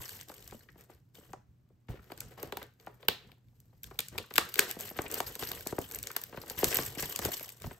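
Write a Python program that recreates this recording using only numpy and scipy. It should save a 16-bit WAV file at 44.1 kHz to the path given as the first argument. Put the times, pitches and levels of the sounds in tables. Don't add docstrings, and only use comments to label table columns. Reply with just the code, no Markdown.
import sys
import numpy as np
from scipy import signal
from scipy.fft import rfft, irfft, next_fast_len
from scipy.io import wavfile
from scipy.ndimage import uniform_filter1d

SR = 44100
rng = np.random.default_rng(int(sys.argv[2]) if len(sys.argv) > 2 else 0)


def store_wav(level_fs):
    pcm = np.round(np.clip(np.atleast_2d(level_fs), -1, 1) * 32767)
    wavfile.write(sys.argv[1], SR, pcm.T.astype(np.int16))


N = 343539
TIME = np.arange(N) / SR
SHORT, LONG = 2048, next_fast_len(N + SR, True)
SHORT_HZ = np.maximum(np.fft.rfftfreq(SHORT, 1 / SR), 1)
LONG_HZ = np.maximum(np.fft.rfftfreq(LONG, 1 / SR), 1)

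# frequency in Hz, likeness from 0 to 1.
ROOM_LIKENESS = [(100, 0.91), (300, 0.846), (700, 0), (2000, 0.4), (14000, 0.48)]


def from_db(db):
    return 10 ** (np.asarray(db) / 20)


def rms_one(x):
    return x / np.sqrt(np.mean(x ** 2) + 1e-20)


def at_hz(points, hz):
    f, value = np.transpose(points)
    return np.interp(np.log(hz), np.log(f), value)


def filtered(x, response):
    return irfft(rfft(x, LONG) * response, LONG)[..., :N]


def add(out, s, sound):
    i = int(np.clip(round(s * SR), 0, N - 1))
    out[:, i:i + SHORT] += sound[:, :N - i]


def pair(spectra, likeness, hz):
    alike = np.clip(at_hz(likeness, hz), 0, 1)
    middle = np.sqrt((1 + alike) / 2) * spectra[0]
    side = np.sqrt((1 - alike) / 2) * spectra[1]
    return middle + side * [[1], [-1]]


def drift(per_s):
    knots = rng.standard_normal(4096)
    return np.interp(TIME * per_s, np.arange(len(knots)), knots)


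def noise(spectrum):
    white = pair(rfft(rng.standard_normal((2, LONG))), ROOM_LIKENESS, LONG_HZ)
    return rms_one(irfft(white * from_db(at_hz(spectrum, LONG_HZ)), LONG)[:, :N])


def flutter(t60, smooth_hz, rise_s=.0001):
    # frequency in Hz, likeness from 0 to 1.
    near_likeness = [(100, 0.884), (700, 0.92), (3000, 0.44), (14000, 0.94)]
    t = np.arange(SHORT) / SR
    burst = rng.standard_normal((2, SHORT)) * from_db(-60 * t / t60) * (1 - np.exp(-t / rise_s))
    modes = pair(rfft(burst), near_likeness, SHORT_HZ)
    middle_power = np.abs(modes.mean(axis=0)) ** 2
    side_power = 0.095 * np.abs(modes[0] - modes[1]) ** 2
    power = uniform_filter1d(middle_power + side_power, max(3, int(smooth_hz * SHORT / SR)))
    return modes / np.sqrt(power)


def causal(db):
    cepstrum = irfft(np.log(from_db(db)))
    cepstrum[1:SHORT // 2] *= 2
    cepstrum[SHORT // 2 + 1:] = 0
    return np.exp(rfft(cepstrum))


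def grains(spectrum, per_s, spread_db, t60, vary_db, count):
    sizes = from_db(spread_db * np.minimum(rng.exponential(1, N), 4)) * rng.choice([-1, 1], N)
    clicks = sizes * (rng.random(N) < per_s / SR)
    dealt, out = rng.integers(0, count, N), 0
    for patch in range(count):
        shift_db = vary_db * (2 * rng.random((len(spectrum), 1)) - 1)
        own = np.array(spectrum) + [0, 1] * shift_db
        ring = irfft(flutter(t60, smooth_hz=5685) * causal(at_hz(own, SHORT_HZ)))
        patch_clicks = (clicks * (dealt == patch))[None]
        out = out + signal.oaconvolve(patch_clicks, ring[:, :SHORT // 2], axes=1)[:, :N]
    return rms_one(out / np.sqrt(per_s))


def chance_moments(level_db, spread_db, count):
    s = (np.arange(count) + rng.random(count)) / count * TIME[-1]
    return s, np.interp(s, TIME, level_db) + spread_db * (2 * rng.random(count) - 1)


def jostle(rub_db, rest_db=-68, arms_db=-65, follows=0.46, fade_s=0.045):
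    # start in seconds, level in dB.
    bumps = [(0.52, -50), (1.29, -46), (1.89, -46.5), (3.09, -56), (3.47, -64), (4.19, -55), (4.98, -53),
             (5.42, -43), (5.79, -58), (6.38, -49.5), (6.64, -44), (6.771, -40), (7.01, -42.5),
             (7.25, -46.5), (7.647, -46)]
    power = from_db(rest_db) ** 2 + from_db(arms_db + follows * (rub_db - rub_db.mean())) ** 2
    for s, level_db in bumps:
        shaken = power[int(s * SR):][:SR // 2]
        shaken += (from_db(level_db) * np.exp(-TIME[:len(shaken)] / fade_s)) ** 2
    return 10 * np.log10(power)


def background(jostle_db, lumpy_db=6.0, hum_hz=120, hum_db=-69, air_db=-70):
    # frequency in Hz, relative density in dB per Hz.
    desk = [(20, -40.5), (35, -13.5), (55, 1.5), (80, 1), (125, 2.5), (180, -5), (280, -13.5), (600, -42)]
    air = [(30, -14.5), (120, 5.5), (250, -4.5), (500, -15), (1500, -24), (5000, -32.5), (15000, -44)]
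    rumble = from_db(jostle_db + lumpy_db * drift(22)) * noise(desk)
    hum = from_db(hum_db) * np.sqrt(2) * np.sin(2 * np.pi * hum_hz * TIME)
    return rumble + hum + from_db(air_db) * noise(air)


def room(x, first_s=0.0071, early=1.0, early_s=0.049):
    # frequency in Hz, echo energy relative to direct in dB.
    room_level = [(100, -11), (400, -10.5), (1000, -9.5), (3000, -8.5), (7000, -11), (14000, -27)]
    # frequency in Hz, time to fall 60 dB in seconds.
    room_t60 = [(100, 0.28), (500, 0.13), (1500, 0.42), (3500, 0.39), (7000, 0.29), (15000, 0.21)]
    t, hz = np.arange(SR // 2) / SR, np.maximum(np.fft.rfftfreq(SR // 2, 1 / SR), 1)
    white = pair(rfft(rng.standard_normal((2, SR // 2))), ROOM_LIKENESS, hz)
    centres = np.geomspace(100, 16000, 10)
    tail = 0
    for centre, share in zip(centres, np.eye(len(centres))):
        decay = from_db(-60 * t / at_hz(room_t60, centre))
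        fade = (t > first_s) * decay * (1 + early * np.exp(-t / early_s))
        band = irfft(white * np.interp(np.log(hz), np.log(centres), share))
        tail = tail + band * fade / np.linalg.norm(fade) * from_db(at_hz(room_level, centre))
    return filtered(x, rfft(tail, LONG))


def hands(holding_db=-4.5, attack_s=0.0051, sag_db_per_s=17, release_s=0.034):
    # time in seconds, level in dB.
    loose_film = [(0, -66.5), (.65, -71), (1.05, -83.5), (1.8, -88), (2.1, -73.5), (2.7, -77.5), (3.3, -88),
                  (3.6, -75.5), (3.8, -76), (4.3, -65), (4.7, -60), (6.3, -56.5), (6.6, -53.5), (7.4, -56),
                  (7.78, -66.5)]
    # start in seconds, length in seconds,
    # crinkling film in dB, rubbing on card in dB; both levels are those at the start, before the sag.
    strokes = [(0.0, .21, -47, -56.5), (0.28, 0.34, -55, -61), (0.783, 0.032, -61, -60),
               (0.895, .03, -65, -59.5), (1.149, 0.04, -55.5, -62.5), (1.222, 0.094, -66, -64.5),
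               (1.894, .07, -70.5, -52.5), (2.029, 0.131, -67, -63), (2.176, 0.15, -63.5, -54.5),
               (2.38, 0.097, -60.5, -49), (2.561, 0.076, -64, -52.5), (2.798, 0.16, -70, -63),
               (3.003, 0.33, -69.5, -60), (3.843, 0.14, -65, -64), (4.05, 0.031, -58, -71),
               (4.127, 0.07, -62.5, -49.5), (4.35, 0.17, -51.5, -52.5), (4.567, 0.066, -43.5, -39.5),
               (4.681, 0.024, -43.5, -48.5), (4.796, 0.081, -43.5, -49), (4.965, 0.1, -53.5, -47),
               (5.103, 0.092, -43.5, -42), (5.271, 0.038, -42.5, -50.5), (5.394, 0.2, -43.5, -48.5),
               (5.661, 0.051, -49, -59), (5.806, 0.037, -44.5, -79), (5.923, 0.0359, -50.5, -49),
               (6.038, 0.044, -52.5, -55.5), (6.417, 0.12, -54, -54), (6.578, 0.3, -36.5, -44.5),
               (6.714, 0.034, -37, -36), (6.88, 0.18, -63, -54.5), (6.989, 0.0395, -35.5, -50),
               (7.081, 0.099, -43, -52), (7.224, 0.035, -38.5, -39.5), (7.32, 0.015, -35.5, -52),
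               (7.374, 0.11, -50, -64), (7.614, 0.094, -54, -52.5)]
    loose = from_db(np.interp(TIME, *np.transpose(loose_film)))
    power = np.array([loose, loose * from_db(holding_db)]) ** 2
    for start, length, film_db, rub_db in strokes:
        near = slice(max(0, int((start - .1) * SR)), int((start + length + .4) * SR))
        t = TIME[near] - start
        swell = np.exp(np.minimum(t, 0) / attack_s - np.maximum(t - length, 0) / release_s)
        power[:, near] += (from_db([[film_db], [rub_db]]) * swell * from_db(-sag_db_per_s * t)) ** 2
    return 10 * np.log10(power)


def rubbing(rub_db, gain_db=-1.5):
    # frequency in Hz, relative density in dB per Hz.
    card = [(120, -17), (250, -3.5), (400, 1), (600, -5), (900, -7.5), (1200, -10), (1700, -9.5),
            (3000, -15.5), (7000, -28)]
    pace = 350 * from_db(4.9 * drift(25))
    slips = grains(card, pace, spread_db=3.0, t60=0.07, vary_db=3.0, count=12)
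    return from_db(rub_db + gain_db) * slips


def small_knocks(rub_db, above_db=47, spread_db=5, wall_hz=750, spread_octaves=0.73, q=3.0, most_db=-3):
    s, level_db = chance_moments(rub_db + above_db, spread_db, count=70)
    pitch = wall_hz * 2 ** (spread_octaves * rng.standard_normal(len(s)))
    return np.column_stack([s, np.minimum(level_db, most_db), pitch, np.full(len(s), q)])


def bending(lag_s=.012, knee_hz=350):
    return np.exp(-2j * np.pi * lag_s * knee_hz * np.log1p(SHORT_HZ / knee_hz))


def box_knocks(light_taps, rattle=0.71, firmness=0.36, rattle_t60=0.033, rattle_rise_s=0.0012, soft_hz=3000,
               air_hz=417, air_width_hz=110, air_db=-6.5):
    # start in seconds, level in dB,
    # wall resonance in Hz, sharpness Q.
    knocks = [(0.2956, -1.5, 575, 1.8), (0.5215, -2.5, 250, 0.13), (0.542, 3.5, 235, 5.8),
              (0.6866, -10.5, 1810, 2.8), (0.7544, -13.5, 250, 0.34), (0.894, -13.5, 230, .3),
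              (1.18, -4, 280, 3.4), (1.2997, -4, 169, 2.3), (1.332, 4.5, 710, 2.5), (1.7, -13.5, 360, 9.6),
              (1.884, -11, 895, .4), (1.8993, 0.5, 216, 0.8), (1.936, -1.5, 402, 4.1), (2.1, -8, 765, 0.72),
              (2.116, -0.5, 560, 0.79), (2.385, -18, 480, 0.76), (2.4286, 4, 470, 1.1),
              (2.522, 5.5, 570, 0.91), (2.568, 7.5, 880, 4.9), (2.616, -6.5, 640, 0.14),
              (2.869, 1.5, 700, 1.15), (3.029, -10.5, 540, 0.75), (3.0827, 12.5, 600, 0.62),
              (3.727, -23, 588, 1.34), (3.9095, -6.5, 654, 0.66), (3.99, -4, 1100, 0.13),
              (4.1799, -0.5, 680, 0.15), (4.196, 2, 424, 7.2), (4.3074, -6, 800, 0.1),
              (4.38, 20.5, 1220, 1.25), (4.589, 21, 1660, 3.2), (4.764, 3, 232, 0.58),
              (4.909, -1.5, 270, 0.32), (4.9877, 11, 560, 0.18), (5.055, -4, 290, 0.087),
              (5.0625, 1, 2440, 3.9), (5.2011, 14, 780, 1.55), (5.356, -6.5, 460, 0.3),
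              (5.424, 2.5, 613, 0.072), (5.511, -1.5, 540, .7), (5.662, 5, 350, 0.63),
              (5.7235, 11, 322, 0.69), (5.782, 14.5, 323, 0.5), (6.1018, -0.5, 1500, 2.2),
              (6.15, -14, 1500, .6), (6.1626, 4, 1260, .9), (6.3257, -5, 527, .35), (6.342, -3, 430, 0.37),
              (6.3726, 1.5, 370, 0.09), (6.506, -1.5, 290, 0.13), (6.6283, 22, 460, 2.5),
              (6.644, 7, 370, 0.088), (6.786, 8, 730, 0.084), (6.797, 3, 403, 0.54),
              (6.9688, 7.5, 229, 1.6), (7.0252, 5, 304, 0.14), (7.189, 4, 523, 0.29),
              (7.252, 8.5, 442, 0.11), (7.2822, 11, 624, 5.4), (7.4053, -2.5, 500, 2.3),
              (7.6403, 1.5, 276, 0.072), (7.709, -5, 600, 0.28)]
    out, hz = np.zeros((3, N)), SHORT_HZ
    air = from_db(air_db) / (1 + 1j * air_hz / air_width_hz * (hz / air_hz - air_hz / hz))
    for s, level_db, wall_hz, q in [*knocks, *light_taps]:
        resonance = 1 / (1 + 1j * q * (hz / wall_hz - wall_hz / hz))
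        wall = bending() * (air + resonance) / (1 + 1j * hz / (2 * wall_hz)) / (1 + 1j * hz / soft_hz)
        scuff = rattle * from_db(-firmness * (level_db - 12.5)) * hz / (hz + 200)
        panels = wall * (1 + scuff * flutter(rattle_t60, 750, rattle_rise_s))
        panels *= np.linalg.norm(wall) / np.linalg.norm(panels.mean(axis=0))
        around = wall * flutter(t60=.08, smooth_hz=250).mean(axis=0)
        add(out, s, from_db(level_db) * irfft(np.vstack([panels, around])))
    return out


def crinkle(film_db, creases_per_s=750, busy=0.36, crease_db=2.0, fold_db=-7.0, buckle_db=-70.0, slide_db=-13):
    # frequency in Hz, relative density in dB per Hz.
    film = [(300, -11.5), (900, -0.5), (2000, -5), (3300, -2.5), (5000, 4.5), (8000, 5.5), (12500, 6),
            (14500, 4), (15600, 3), (16300, -26.5)]
    fold_colour = [(400, -10.5), (800, -10), (1150, -1.5), (1600, 0), (2200, -0.5), (3000, 5.5), (4200, -3),
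                   (6000, -16), (9000, -15)]
    pace = from_db(busy * np.clip(film_db + 50, -30, 15) + 6.0 * drift(45))
    creases = grains(film, creases_per_s * pace, spread_db=5.5, t60=0.026, vary_db=14.0, count=18)
    folds = grains(fold_colour, 110 * pace, spread_db=2.0, t60=0.032, vary_db=23.5, count=16)
    flips = from_db(crease_db) * creases + from_db(fold_db) * folds
    buckling = 1 / (1 + from_db(buckle_db - film_db))
    sliding = np.sqrt(from_db(2 * slide_db) + .5 * (1 - buckling))
    return from_db(film_db) * (np.sqrt(buckling) * flips + sliding * noise(film))


def small_snaps(film_db, above_db=32, spread_db=8, crack_db=-8, crack_spread_db=5, ring_hz=10000,
                spread_octaves=0.35, most_db=-8):
    s, level_db = chance_moments(film_db + above_db, spread_db, count=150)
    tautness, smallness = rng.standard_normal((len(s), 2)).T
    cracks_db = crack_db + crack_spread_db * tautness
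    rings_hz = ring_hz * 2 ** (spread_octaves * smallness)
    return np.column_stack([s, np.minimum(level_db, most_db), cracks_db, rings_hz])


def film_snaps(crease_flips, rise_s=0.0006, soft_start_s=0.002, soft_start_db=-13.5, gain_db=-2.0, around_db=4.0,
               tick_db=-8.5, sizzle_db=-8.5, facet_db=9.0, facet_octaves=0.42, ring_t60=.008):
    # start in seconds,
    # level in dB before the common gain, crack relative to that level in dB, ring in Hz.
    snaps = [(0.022, -13, -21, 10600), (0.0922, -8.5, -6, 9500), (0.4765, -12.5, -13, 10000),
             (1.147, -31, -10, 9500), (1.332, -18.5, -11, 6960), (2.1193, -17, 1, 10500),
             (2.1768, -16, -6, 9400), (2.205, -1.5, -12.5, 9000), (2.4294, -4.5, -12.5, 13000),
             (2.5235, -12, 4.5, 10000), (2.571, -6, -3.5, 12500), (2.6285, -15.5, -0.5, 13000),
             (2.8645, -23, -8, 10700), (3.0287, -39, 19.5, 9000), (3.0844, 10, 4, 14450),
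             (3.3172, -31.5, 8, 13000), (3.602, -25, -14.5, 10560), (3.8333, -9, -15, 12600),
             (3.8415, -11.5, -4.5, 8400), (3.9904, 5, -2, 9900), (4.0042, -1, -6, 10200),
             (4.0845, -8, -13.5, 9000), (4.18, -3.5, 1, 8900), (4.184, -6, 5.5, 9900),
             (4.339, -8, -6, 11500), (4.3572, 0.5, -2.5, 10000), (4.3627, 0, -3, 12500),
             (4.3808, 14.5, -2, 9900), (4.4893, -14, -5, 10500), (4.5413, -0.5, -7, 10700),
             (4.5567, -4, -1, 14000), (4.5927, 17, -5, 10400), (4.7119, 1, -11, 10400),
             (4.801, -9, -8, 9500), (4.808, -2, -18, 10600), (5.0182, -5.5, -24, 9250),
             (5.1141, -2, -24, 8850), (5.1423, 2.5, -14, 12400), (5.2031, 1.5, -4, 9500),
             (5.3534, -5, -8.5, 10700), (5.4345, -13.5, 8, 9000), (5.5162, -1.5, -4, 13500),
             (5.671, 1.5, -12.5, 9500), (5.7886, -6, -16, 9900), (5.9126, -8, -8, 11000),
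             (5.9208, -8, -28, 9500), (5.947, -1, -20, 9100), (5.9876, -6, -11, 9500),
             (6.0289, -1.5, -20, 10000), (6.071, -1.5, -8.5, 7400), (6.115, -8.5, -12, 11600),
             (6.165, 6.5, -11.5, 13000), (6.2153, -8.5, -17, 12500), (6.2375, -3.5, -10.5, 13500),
             (6.4986, -2.5, -9, 8700), (6.6429, 12.5, -9.5, 9000), (6.7566, 0, -2.5, 8950),
             (6.7695, 9.5, -16, 13700), (7.0247, 1, -14, 8300), (7.1605, 4, -10, 9400),
             (7.1905, 0.5, -10, 8950), (7.251, 4, -12, 10200), (7.491, -9, -7.5, 10000),
             (7.6199, -13, -7.5, 9600)]
    # frequency in Hz, width in Hz, level in dB.
    skin_modes = [(1560, 160, 16), (2250, 300, 6.5), (2900, 140, -5), (3605, 200, 1), (4600, 67, 3.5),
                  (6640, 70, -7.5)]
    out = np.zeros((3, N))
    skin = 1 + sum(from_db(db) / (1 + 2j * (SHORT_HZ - hz) / width) for hz, width, db in skin_modes)
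    for s, level_db, crack_db, ring_hz in [*snaps, *crease_flips]:
        spectrum = [(150, crack_db - 46.0), (900, crack_db - 20), (1700, crack_db - 11.5),
                    (2500, crack_db - 3), (4000, crack_db),
                    (5800, tick_db), (8800, tick_db), (11800, sizzle_db), (15000, sizzle_db)]
        facet = facet_db * np.exp(-.5 * (np.log2(SHORT_HZ / ring_hz) / facet_octaves) ** 2)
        colour = from_db(level_db + gain_db) * causal(at_hz(spectrum, SHORT_HZ) + facet)
        soft_start = irfft(colour * flutter(ring_t60, 3000, soft_start_s))
        add(out[:2], s - soft_start_s, from_db(soft_start_db) * soft_start)
        add(out[:2], s, irfft(colour * skin * flutter(ring_t60, 2600, rise_s)))
        add(out[2:], s, from_db(around_db) * irfft(colour)[None])
    return out


def scene():
    # frequency in Hz, left minus right in dB.
    port_balance = [(60, 3), (200, 1), (600, 2), (2000, 3.5), (4000, 5), (8000, 1.5), (15000, -.5)]
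    # frequency in Hz, lead of left over right in radians.
    port_phase = [(100, 0.1), (2000, 0.3), (3800, 1.1), (5900, -.5), (7300, 0.3), (8200, -1), (9100, -2.6),
                  (11000, -3.7), (12500, -6), (14500, -6.8), (15700, -9)]
    film_db, rub_db = hands()
    rustle = crinkle(film_db) + rubbing(rub_db)
    blows = film_snaps(small_snaps(film_db)) + box_knocks(small_knocks(rub_db))
    side = np.array([[1], [-1]]) / 2
    ports = from_db(side * at_hz(port_balance, LONG_HZ)) * np.exp(1j * side * at_hz(port_phase, LONG_HZ))
    direct = filtered(blows[:2] + rustle, ports)
    echoes = room(blows[2] + rustle.mean(axis=0))
    return direct + echoes + background(jostle(rub_db))


def record(dry, cutoff_hz=16500):
    # frequency in Hz, gain in dB.
    microphone = [(20, 1), (8300, -3), (9300, -7), (10700, -13.5), (11500, -1), (14800, -2), (15700, 1),
                  (16400, -16)]
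    low_pass = 1 / np.sqrt(1 + (LONG_HZ / cutoff_hz) ** 160)
    return filtered(dry, from_db(at_hz(microphone, LONG_HZ)) * low_pass)


dry = scene()
out = record(dry)
store_wav(out)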